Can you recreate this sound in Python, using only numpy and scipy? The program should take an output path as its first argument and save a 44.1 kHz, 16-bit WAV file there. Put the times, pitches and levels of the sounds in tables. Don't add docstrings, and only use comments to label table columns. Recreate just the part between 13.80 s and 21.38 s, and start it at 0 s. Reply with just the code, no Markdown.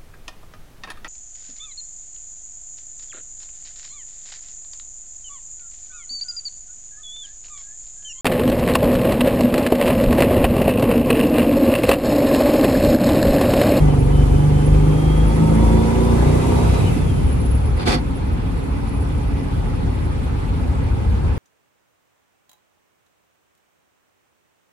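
import sys
import numpy as np
from scipy import signal
from scipy.io import wavfile

SR = 44100
rng = np.random.default_rng(int(sys.argv[2]) if len(sys.argv) > 2 else 0)


def unload_audio(sound):
    columns = np.transpose(np.atleast_2d(sound))
    steps = np.round(np.clip(columns, -1, 1) * 32767)
    wavfile.write(sys.argv[1], SR, steps.astype(np.int16))


N = 334278

# time_s, cycle_hz
ENGINE_SPEED = [(0, 25.9), (.12, 24.25), (.24, 23.35), (.34, 24.3), (.43, 24.35), (.5, 23.8), (.63, 24.7),
                (.8, 24.6), (.95, 25.3), (1.08, 25.3), (1.22, 25.76), (1.44, 26.04), (1.57, 26.84),
                (1.72, 26.72), (1.85, 27.84), (2.0, 27.8), (2.15, 28.76), (2.3, 29.04), (2.45, 29.9),
                (2.7, 30.72), (2.95, 31.36), (3.07, 31), (3.2, 28.4), (3.3, 26), (3.42, 24.24), (3.9, 19.2),
                (4.15, 16.2), (4.5, 14.3), (5.0, 15.5), (5.5, 15.7), (7.58, 12.6)]
# time_s, load_db
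ENGINE_LOAD = [(0, 1), (.9, 0), (1.3, -1), (1.9, 1.5), (2.5, 1), (2.98, -0.4), (3.25, -10), (3.9, -13),
               (4.15, -23), (5.0, -17), (7.3, -13.5)]
# order, level_db
EXHAUST_ORDERS = [(2, -34), (3, -28), (4, -31), (5, -27), (6, -19), (7, -26), (8, -24), (9, -29),
                  (10, -32.5), (11, -26), (12, -32.5), (13, -29), (14, -36.5), (15, -41), (16, -35.5),
                  (17, -38.5), (18, -43), (19, -39), (20, -37.5), (21, -41.5)]
EXHAUST_LOAD_SHARES = [(3, 0.99), (4, 0.89), (5, 0.86), (6, 0.99)]
# order, boost_db
BARK_BOOSTS = [(8, 10.8), (11, 1.9)]
# freq_hz, gain_db
CABIN_RESPONSE = [(30, -4), (45, 17), (58, 14), (72, 8), (82, 3), (94, 4), (108, 6), (122, 2.5), (138, -3),
                  (150, 3.5), (162, -1), (176, -13), (195, -10.5), (213, -11.5), (233, -5), (282, -4),
                  (320, -7), (400, 0), (500, -2.5), (650, -11.5)]
# freq_hz, phase_rad, pan_db
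STEREO_OFFSETS = [(50, 0.13, 1.5), (86, 0.65, 2), (136, 0.37, -5), (168, 0.26, 5), (230, 1.04, -6.5),
                  (295, 0.8, -6.5), (440, 1.88, -4.5), (958, 1.23, -5.5), (3500, 0.77, 4.5)]
# freq_hz, correlation
STEREO_CORRELATION = [(40, 0.74), (70, 0.9), (130, 0.77), (250, 0.47), (400, -0.17), (600, 0.11),
                      (1200, -0.34), (2700, 0.049), (6000, -0.18), (8000, 0.24), (10200, 1), (12500, -1.4)]
# centre_hz, width_hz, gain_db
CABIN_PEAKS = [(284, 31, -4), (388.4, 35, 6), (638, 27, -11.5), (719, 19, 2), (839, 166, 6), (940, 56, 1.5),
               (1243, 103, 3), (2030, 210, 3), (2450, 190, 3), (4770, 180, 2.5)]
# order, centre_hz, width_hz, peak_db, load_share
DRONE_RESONANCES = [(34.17, 954, 100, -33.5, 1.5), (30.4, 940, 29, -35.5, 9), (48, 1262, 90, -45, 1),
                    (18, 284, 30, -35.5, 0), (8.04, 107, 18, -27, 0), (6, 77, 8.1, -31, 0),
                    (5, 65, 14, -25.5, 0)]
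# freq_hz, density_db
ROAR_SPECTRUM = [(150, -31), (280, -8), (500, 8), (630, -1.5), (780, -1.5), (950, -1.5), (1250, -6.5),
                 (1600, -10.5), (2500, -15), (4000, -28), (6000, -28)]
# freq_hz, density_db
HISS_SPECTRUM = [(1500, -8.5), (3000, 5.5), (5000, 0), (7000, 0.5), (9000, -1), (10500, 0.5), (12000, -5),
                 (13000, -3.5)]
# centre_hz, gain_db
BAY_MODES = [(510, 3.5), (730, 1.5), (930, -5), (1170, -8)]
# centre_hz, width_hz, gain_db
BLOWER_RESONANCES = [(3070, 140, -2), (3228, 91, 11), (3480, 55, 4)]
# start_s, attack_s, hold_s, release_s, gain_db
BLOWER_SPURTS = [(.08, .015, .03, .015, 6), (.14, .02, .1, .02, -8), (.305, .015, .11, .03, 13),
                 (.536, .026, .06, .02, 9), (.65, .01, .05, .01, -6), (.72, .03, .09, .02, 9.5),
                 (1.15, .05, .25, .04, 2), (2.7, .2, .15, .06, 7.5), (3.24, .04, .05, .04, 4),
                 (3.34, .04, .04, .03, 8)]
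# freq_hz, density_db
RUMBLE_SPECTRUM = [(22, -24), (32, -13), (48, -5.5), (68, -3), (100, -9.5), (160, -11), (200, -14.5),
                   (270, -13.5), (330, -24), (420, -19)]
# centre_hz, width_hz, gain_db
SHUDDER_PEAKS = [(100, 23, 13)]
# freq_hz, density_db
RUSH_SPECTRUM = [(330, -13.5), (460, -1), (650, -9), (900, -8), (1200, -11), (1700, -18.5), (2500, -19.5),
                 (4000, -26), (6000, -33), (7700, -34), (10000, -34), (11500, -33.5), (13000, -41)]
# time_s, peak_db
SQUEAK_CHIRPS = [(.202, -46), (1.38, -50), (1.48, -45), (1.56, -48), (3.475, -50), (3.525, -44),
                 (3.615, -46), (3.665, -42), (3.715, -44), (3.765, -43.5), (3.87, -56), (4.29, -62),
                 (4.365, -49), (5.09, -52), (5.15, -50.5), (5.22, -52)]
# start_s, hold_s, level_db
SQUEAK_BOUTS = [(-.3, 1.87, -54), (3.2, 0.76, -56), (4.55, 1.5, -57.5)]
# start_s, attack_s, release_s, pitch_hz, width_hz, level_db
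WHISTLE_BANDS = [(2.1, 1, 0.4, 2550, 315, -43.5), (3.05, .025, 0.033, 2970, 70, -35.5)]
# order, level_db
OVERRUN_ORDERS = [(2, -28.5), (3, -25), (5, -27.5)]
# time_s, level_db, pitch_hz
RUMBLE_SWELLS = [(3.46, -12.5, 66.2), (3.76, -21, 66), (3.86, -15, 72.8), (3.94, -14, 60.5),
                 (4.09, -22, 63.2), (4.27, -19, 58), (4.4, -25, 64.8), (4.54, -20, 64), (4.7, -19.5, 53),
                 (4.92, -18, 66), (5.04, -22, 64), (5.19, -15, 62), (5.37, -19.5, 64.8), (5.55, -16.5, 68),
                 (5.79, -18, 67.3), (6.07, -22, 70.1), (6.3, -22, 64.5), (6.47, -21, 67), (6.7, -17.5, 60),
                 (6.92, -20, 67.2), (7.13, -25, 72.6), (7.35, -17, 63), (7.47, -15.5, 72)]
# start_s, attack_s, hold_s, release_s, level_db, lowpass_hz
WHOOSH_BURSTS = [(3.955, 0.056, 0.023, 0.022, -28.5, 3200), (3.995, 0.0024, 0.0022, 0.0048, -39, 9000),
                 (4.053, .005, .02, .01, -27.5, 16000), (4.06, .02, .056, .036, -18.7, 16000),
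                 (4.14, .02, .016, .026, -28.5, 3000)]
# freq_hz, density_db
WHOOSH_SPECTRUM = [(110, -19), (160, 0), (270, -0.5), (400, -9.5), (750, -16.5), (1100, -14), (1700, -16.5),
                   (2500, -18.5), (3500, -18), (4700, -25), (6000, -26.5), (10500, -34.5), (13000, -38)]
# centre_hz, width_hz, gain_db
WHOOSH_PEAKS = [(167, 25, -1), (250, 19, 4), (370, 18, 4), (507, 27, 14.5), (595, 50, -1), (717, 55, 10.5),
                (860, 42, -2), (1136, 40, 6), (1760, 130, -3.5), (2160, 150, -4), (2390, 46, 2),
                (2970, 280, -3), (3550, 69, 6), (4430, 130, 11), (4890, 360, 8)]
# start_s, level_db
PANEL_KNOCKS = [(4.148, -15), (4.87, -27), (6.635, -27), (7.441, -24)]
# pitch_hz, level_db, t60_s
PANEL_MODES = [(156, 1, 0.17), (245, -0.5, 0.25), (294, -5.5, .16)]

# level_db (at PULL_CYCLE_HZ and 0 dB load), db_per_octave, load_share
ROAR_LAW, HISS_LAW = (-32, 9.5, 0.7), (-44.5, 16.2, 0.34)
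KNOCK_LAW, WHINE_LAW = (-38, 15, 1.9), (-57.5, 1, 0.26)
PULL_CYCLE_HZ = 25

# start_s, attack_s, hold_s, release_s
BARK = (1.49, 0.12, 0.31, 0.65)
SHUDDER = (2.57, 0.57, 0.098, 0.64)
THROTTLE_LIFT = (2.73, 0.24, 1.2, 0.48)
SQUEAL = (3.06, .08, 0.32, 0.34)
OVERRUN = (3.2, 0.19, 0.526, .04)

TIME_S = np.arange(N) / SR
LEFT_RIGHT = np.array([[.5], [-.5]])


def from_db(db):
    return np.exp(np.asarray(db) * (np.log(10) / 20))


def unit_rms(x):
    return x / np.sqrt(np.mean(x ** 2) + 1e-20)


def in_time(curve):
    return np.interp(TIME_S, *np.transpose(curve))


def at_hz(spectrum, hz):
    freq_hz, *columns = np.transpose(spectrum)
    return [np.interp(np.log(hz), np.log(freq_hz), column) for column in columns]


def envelope(start_s, attack_s, hold_s, release_s):
    t = TIME_S - start_s
    return np.clip(np.minimum(t / attack_s, 1 + (attack_s + hold_s - t) / release_s), 0, 1)


def drift(rate_hz):
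    r = np.exp(-80 * np.pi * rate_hz / SR)
    slow = signal.lfilter([1], [1, -2 * r, r * r], rng.standard_normal(N // 40 + 2002))[2000:]
    return np.interp(np.arange(N) / 40, np.arange(len(slow)), unit_rms(slow))


def phase_rad(hz):
    return 2 * np.pi * np.cumsum(hz) / SR


def nearness(hz, centre_hz, width_hz):
    return 1 / (1 + (2 * (hz - centre_hz) / width_hz) ** 2)


def peaks(x, table):
    for hz, width_hz, db in table:
        a, g = np.pi * width_hz / SR, from_db(db / 2)
        c = -2 * np.cos(2 * np.pi * hz / SR)
        x = signal.lfilter([1 + a * g, c, 1 - a * g], [1 + a / g, c, 1 - a / g], x)
    return x


def tone(angle_rad, hz, level_db):
    apart_rad, pan_db = at_hz(STEREO_OFFSETS, hz)
    amplitude = np.sqrt(2) * from_db(level_db + LEFT_RIGHT * pan_db)
    return amplitude * np.sin(angle_rad + LEFT_RIGHT * apart_rad + rng.uniform(0, 2 * np.pi))


def bandpass(x, low_hz, high_hz):
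    return signal.sosfilt(signal.butter(2, [low_hz, high_hz], "band", fs=SR, output="sos"), x)


def noise(spectrum, flicker_db):
    edges_hz = 22 * 2 ** (np.arange(29) / 3)
    white = rng.standard_normal((2, 2, N))
    mids = sides = 0
    for k, (low_hz, high_hz) in enumerate(zip(edges_hz, edges_hz[1:])):
        if spectrum[0][0] < high_hz and low_hz < spectrum[-1][0]:
            hz = np.sqrt(low_hz * high_hz)
            mid, side = bandpass(white[k % 2], low_hz, high_hz)
            correlation = np.clip(at_hz(STEREO_CORRELATION, hz)[0], -1, 1)
            gain = from_db(at_hz(spectrum, hz)[0] + flicker_db * drift(20))
            mids += np.sqrt(1 + correlation) * gain * mid
            sides += np.sqrt(1 - correlation) * gain * side
    return unit_rms(np.array([mids + sides, mids - sides]))


def narrow_noise(hz, width_hz, shape=N):
    return unit_rms(bandpass(rng.standard_normal(shape), hz - width_hz / 2, hz + width_hz / 2))


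def effort_db(law):
    level_db, db_per_octave, load_share = law
    octaves = np.log2(in_time(ENGINE_SPEED) / PULL_CYCLE_HZ)
    return level_db + db_per_octave * octaves + load_share * in_time(ENGINE_LOAD)


def road_gain(cruise_db, db_per_octave):
    speed_share = np.interp(TIME_S, [0, THROTTLE_LIFT[0]], [0.8, 1])
    return from_db(cruise_db + db_per_octave * np.log2(speed_share))


def exhaust(cycle_hz, cycle_rad, load_db, uneven_db=2, jitter_rad=0.16, dull_db_per_octave=3.5,
            beat_hz=2.08, beat_crest_s=1.88, beat_depth=0.55):
    growl = 1 + .12 * drift(35)
    tilt_db_per_octave = -dull_db_per_octave * envelope(*THROTTLE_LIFT)
    beat_rad = 2 * np.pi * beat_hz * (TIME_S - beat_crest_s)
    beat = np.abs(1 + beat_depth * np.exp(1j * beat_rad)) / np.hypot(1, beat_depth)
    load_shares, barks_db = dict(EXHAUST_LOAD_SHARES), dict(BARK_BOOSTS)
    out = 0
    for order, order_db in EXHAUST_ORDERS:
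        hz = order * cycle_hz
        drive_db = load_shares.get(order, 1) * load_db + barks_db.get(order, 0) * envelope(*BARK)
        colour_db = order_db + at_hz(CABIN_RESPONSE, hz)[0] + tilt_db_per_octave * np.log2(order / 4)
        roughness = np.clip((order / 10) ** 2, 1, 3)
        stagger_rad = jitter_rad * roughness * drift(9)
        flutter_db = uneven_db * np.sqrt(roughness) * drift(8.8)
        note = tone(order * cycle_rad + stagger_rad, hz, drive_db + colour_db + flutter_db)
        out += note * (beat if order == 2 else 1)
    return growl * out


def drones(cycle_hz, cycle_rad, load_db, waver_rad=0.25):
    out = 0
    for order, centre_hz, width_hz, peak_db, load_share in DRONE_RESONANCES:
        hz = order * cycle_hz
        level_db = peak_db + load_share * np.minimum(load_db, 0) + 2 * drift(14)
        note = tone(order * cycle_rad + waver_rad * drift(6.8), hz, level_db)
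        out += nearness(hz, centre_hz, width_hz) * note
    return out


def intake(cycle_rad, pulse_depth=0.051):
    pulsing = 1 + pulse_depth * (np.sin(8 * cycle_rad) + np.sin(2 * cycle_rad))
    roar = from_db(effort_db(ROAR_LAW)) * noise(ROAR_SPECTRUM, flicker_db=2.5)
    hiss = from_db(effort_db(HISS_LAW)) * noise(HISS_SPECTRUM, flicker_db=1)
    return (roar + hiss) * pulsing


def cylinder_knock(cycle_rad, cylinders=8, width_hz=68, spread_db=4, max_lag_s=0.0017):
    firing_count = np.floor(cycle_rad * cylinders / (2 * np.pi)).astype(int)
    onsets = np.flatnonzero(np.diff(firing_count))
    cylinder = firing_count[onsets] % cylinders
    impulses = np.zeros((2, N))
    for channel in impulses:
        lags = (rng.uniform(0, max_lag_s, cylinders)[cylinder] * SR).astype(int)
        level_db = rng.normal(0, spread_db, cylinders)[cylinder] + rng.normal(0, spread_db, len(onsets))
        channel[np.minimum(onsets + lags, N - 1)] = from_db(level_db)
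    r = np.exp(-np.pi * width_hz / SR)
    ringing = 0
    for k, (hz, db) in enumerate(BAY_MODES):
        poles = [1, -2 * r * np.cos(2 * np.pi * hz / SR), r * r]
        ringing += (-1) ** k * from_db(db) * signal.lfilter([1, 0, -1], poles, impulses)
    return from_db(effort_db(KNOCK_LAW)) * unit_rms(ringing)


def blower(cycle_hz, order=125, stall_s=3.05, catch_s=.3, flutter_db=2.8):
    hz = order * cycle_hz
    stalled = TIME_S > stall_s
    ring_db = sum(db * nearness(hz, centre_hz, width_hz) for centre_hz, width_hz, db in BLOWER_RESONANCES)
    ring_db *= np.where(stalled, 0.48, 1)
    spurt_db = sum(db * envelope(*shape) for *shape, db in BLOWER_SPURTS)
    slack_db = -2 * np.clip(1 - (TIME_S / catch_s) ** 2, 0, 1)
    wobble = 0.00208 * drift(40) + 0.0092 * stalled * drift(110)
    level_db = effort_db(WHINE_LAW) + ring_db + spurt_db + slack_db + flutter_db * drift(25)
    return tone(phase_rad(hz * (1 + wobble)), hz, level_db)


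def rumble(shudder_db=-23):
    shaking = noise(RUMBLE_SPECTRUM, flicker_db=1.7)
    rolling = road_gain(cruise_db=-22.5, db_per_octave=11) * shaking
    return rolling + from_db(shudder_db) * envelope(*SHUDDER) * peaks(shaking, SHUDDER_PEAKS)


def rush():
    return road_gain(cruise_db=-36.5, db_per_octave=26) * noise(RUSH_SPECTRUM, flicker_db=1.7)


def squeak(chirp_sigma_s=0.011, shake_hz=19, fade_s=0.26, squeal_db=-54.5):
    chirps = sum(from_db(db) * np.exp(-.5 * ((TIME_S - s) / chirp_sigma_s) ** 2)
                 for s, db in SQUEAK_CHIRPS)
    shaking = np.maximum(np.sin(phase_rad(shake_hz * (1 + 0.1092 * drift(2.66)))), 0) ** 2
    bouts = sum(from_db(db) * envelope(s, fade_s, hold_s, fade_s) for s, hold_s, db in SQUEAK_BOUTS)
    faint = bouts * from_db(5.1 * drift(5.6)) * (0.31 + 0.69 * shaking)
    squeal = from_db(squeal_db) * envelope(*SQUEAL) * narrow_noise(hz=10300, width_hz=280)
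    return (chirps + faint) * narrow_noise(hz=10490, width_hz=350) + squeal


def throttle_whistles():
    return sum(from_db(db) * envelope(start_s, attack_s, 0, release_s) * narrow_noise(hz, width_hz, (2, N))
               for start_s, attack_s, release_s, hz, width_hz, db in WHISTLE_BANDS)


def overrun(cycle_hz, cycle_rad, uneven_db=2.5, waver_rad=.35):
    notes = 0
    for order, db in OVERRUN_ORDERS:
        angle_rad = order * cycle_rad + waver_rad * drift(9.1)
        notes += tone(angle_rad, order * cycle_hz, db + uneven_db * drift(14))
    return envelope(*OVERRUN) * notes


def rumble_swells(sigma_s=0.014):
    return sum(np.exp(-.5 * ((TIME_S - s) / sigma_s) ** 2) * tone(2 * np.pi * hz * TIME_S, hz, db)
               for s, db, hz in RUMBLE_SWELLS)


def whoosh(rasp_hz=98.6, rasp_depth=0.15, pan_db=-1):
    flutter_db = 1.4 * drift(130)
    rasp = 1 + rasp_depth * np.sin(phase_rad(rasp_hz * (1 + 0.101 * drift(36))))
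    air = peaks(noise(WHOOSH_SPECTRUM, flicker_db=.8), WHOOSH_PEAKS)
    out = 0
    for *shape, db, lowpass_hz in WHOOSH_BURSTS:
        dulled = signal.sosfilt(signal.butter(1, lowpass_hz, fs=SR, output="sos"), air)
        out += from_db(db + flutter_db) * envelope(*shape) * dulled
    return out * rasp * from_db(pan_db * LEFT_RIGHT)


def thuds():
    t = np.arange(SR // 2) / SR
    ring = sum(from_db(db - 60 * t / t60_s) * np.sin(2 * np.pi * hz * t) for hz, db, t60_s in PANEL_MODES)
    out = np.zeros(N + SR)
    for start_s, db in PANEL_KNOCKS:
        start = int(start_s * SR)
        out[start:start + len(t)] += from_db(db) * ring
    return out[:N]


def cabin(x, echo_db=-11, t60_s=0.096, echoes=24):
    out = peaks(x, CABIN_PEAKS)
    treble = bandpass(out, low_hz=1200, high_hz=6000)
    for channel in range(2):
        for delay_s in rng.uniform(.003, .04, echoes):
            lag = int(delay_s * SR)
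            gain = rng.choice([-1, 1]) * from_db(echo_db - 60 * delay_s / t60_s)
            out[channel, lag:] += gain * treble[channel, :-lag]
    return out


def scene():
    cycle_hz, load_db = in_time(ENGINE_SPEED), in_time(ENGINE_LOAD)
    cycle_rad = phase_rad(cycle_hz)
    engine = exhaust(cycle_hz, cycle_rad, load_db) + drones(cycle_hz, cycle_rad, load_db)
    engine += overrun(cycle_hz, cycle_rad)
    swells = rumble_swells()
    airborne = cabin(intake(cycle_rad) + cylinder_knock(cycle_rad) + rush() + whoosh())
    whistles = blower(cycle_hz) + throttle_whistles()
    return engine + rumble() + swells + thuds() + airborne + whistles + squeak()


def record(dry):
    cutoff_hz = 12900
    return signal.sosfilt(signal.ellip(10, .1, 90, cutoff_hz, fs=SR, output="sos"), dry)


dry = scene()
out = record(dry)
unload_audio(out)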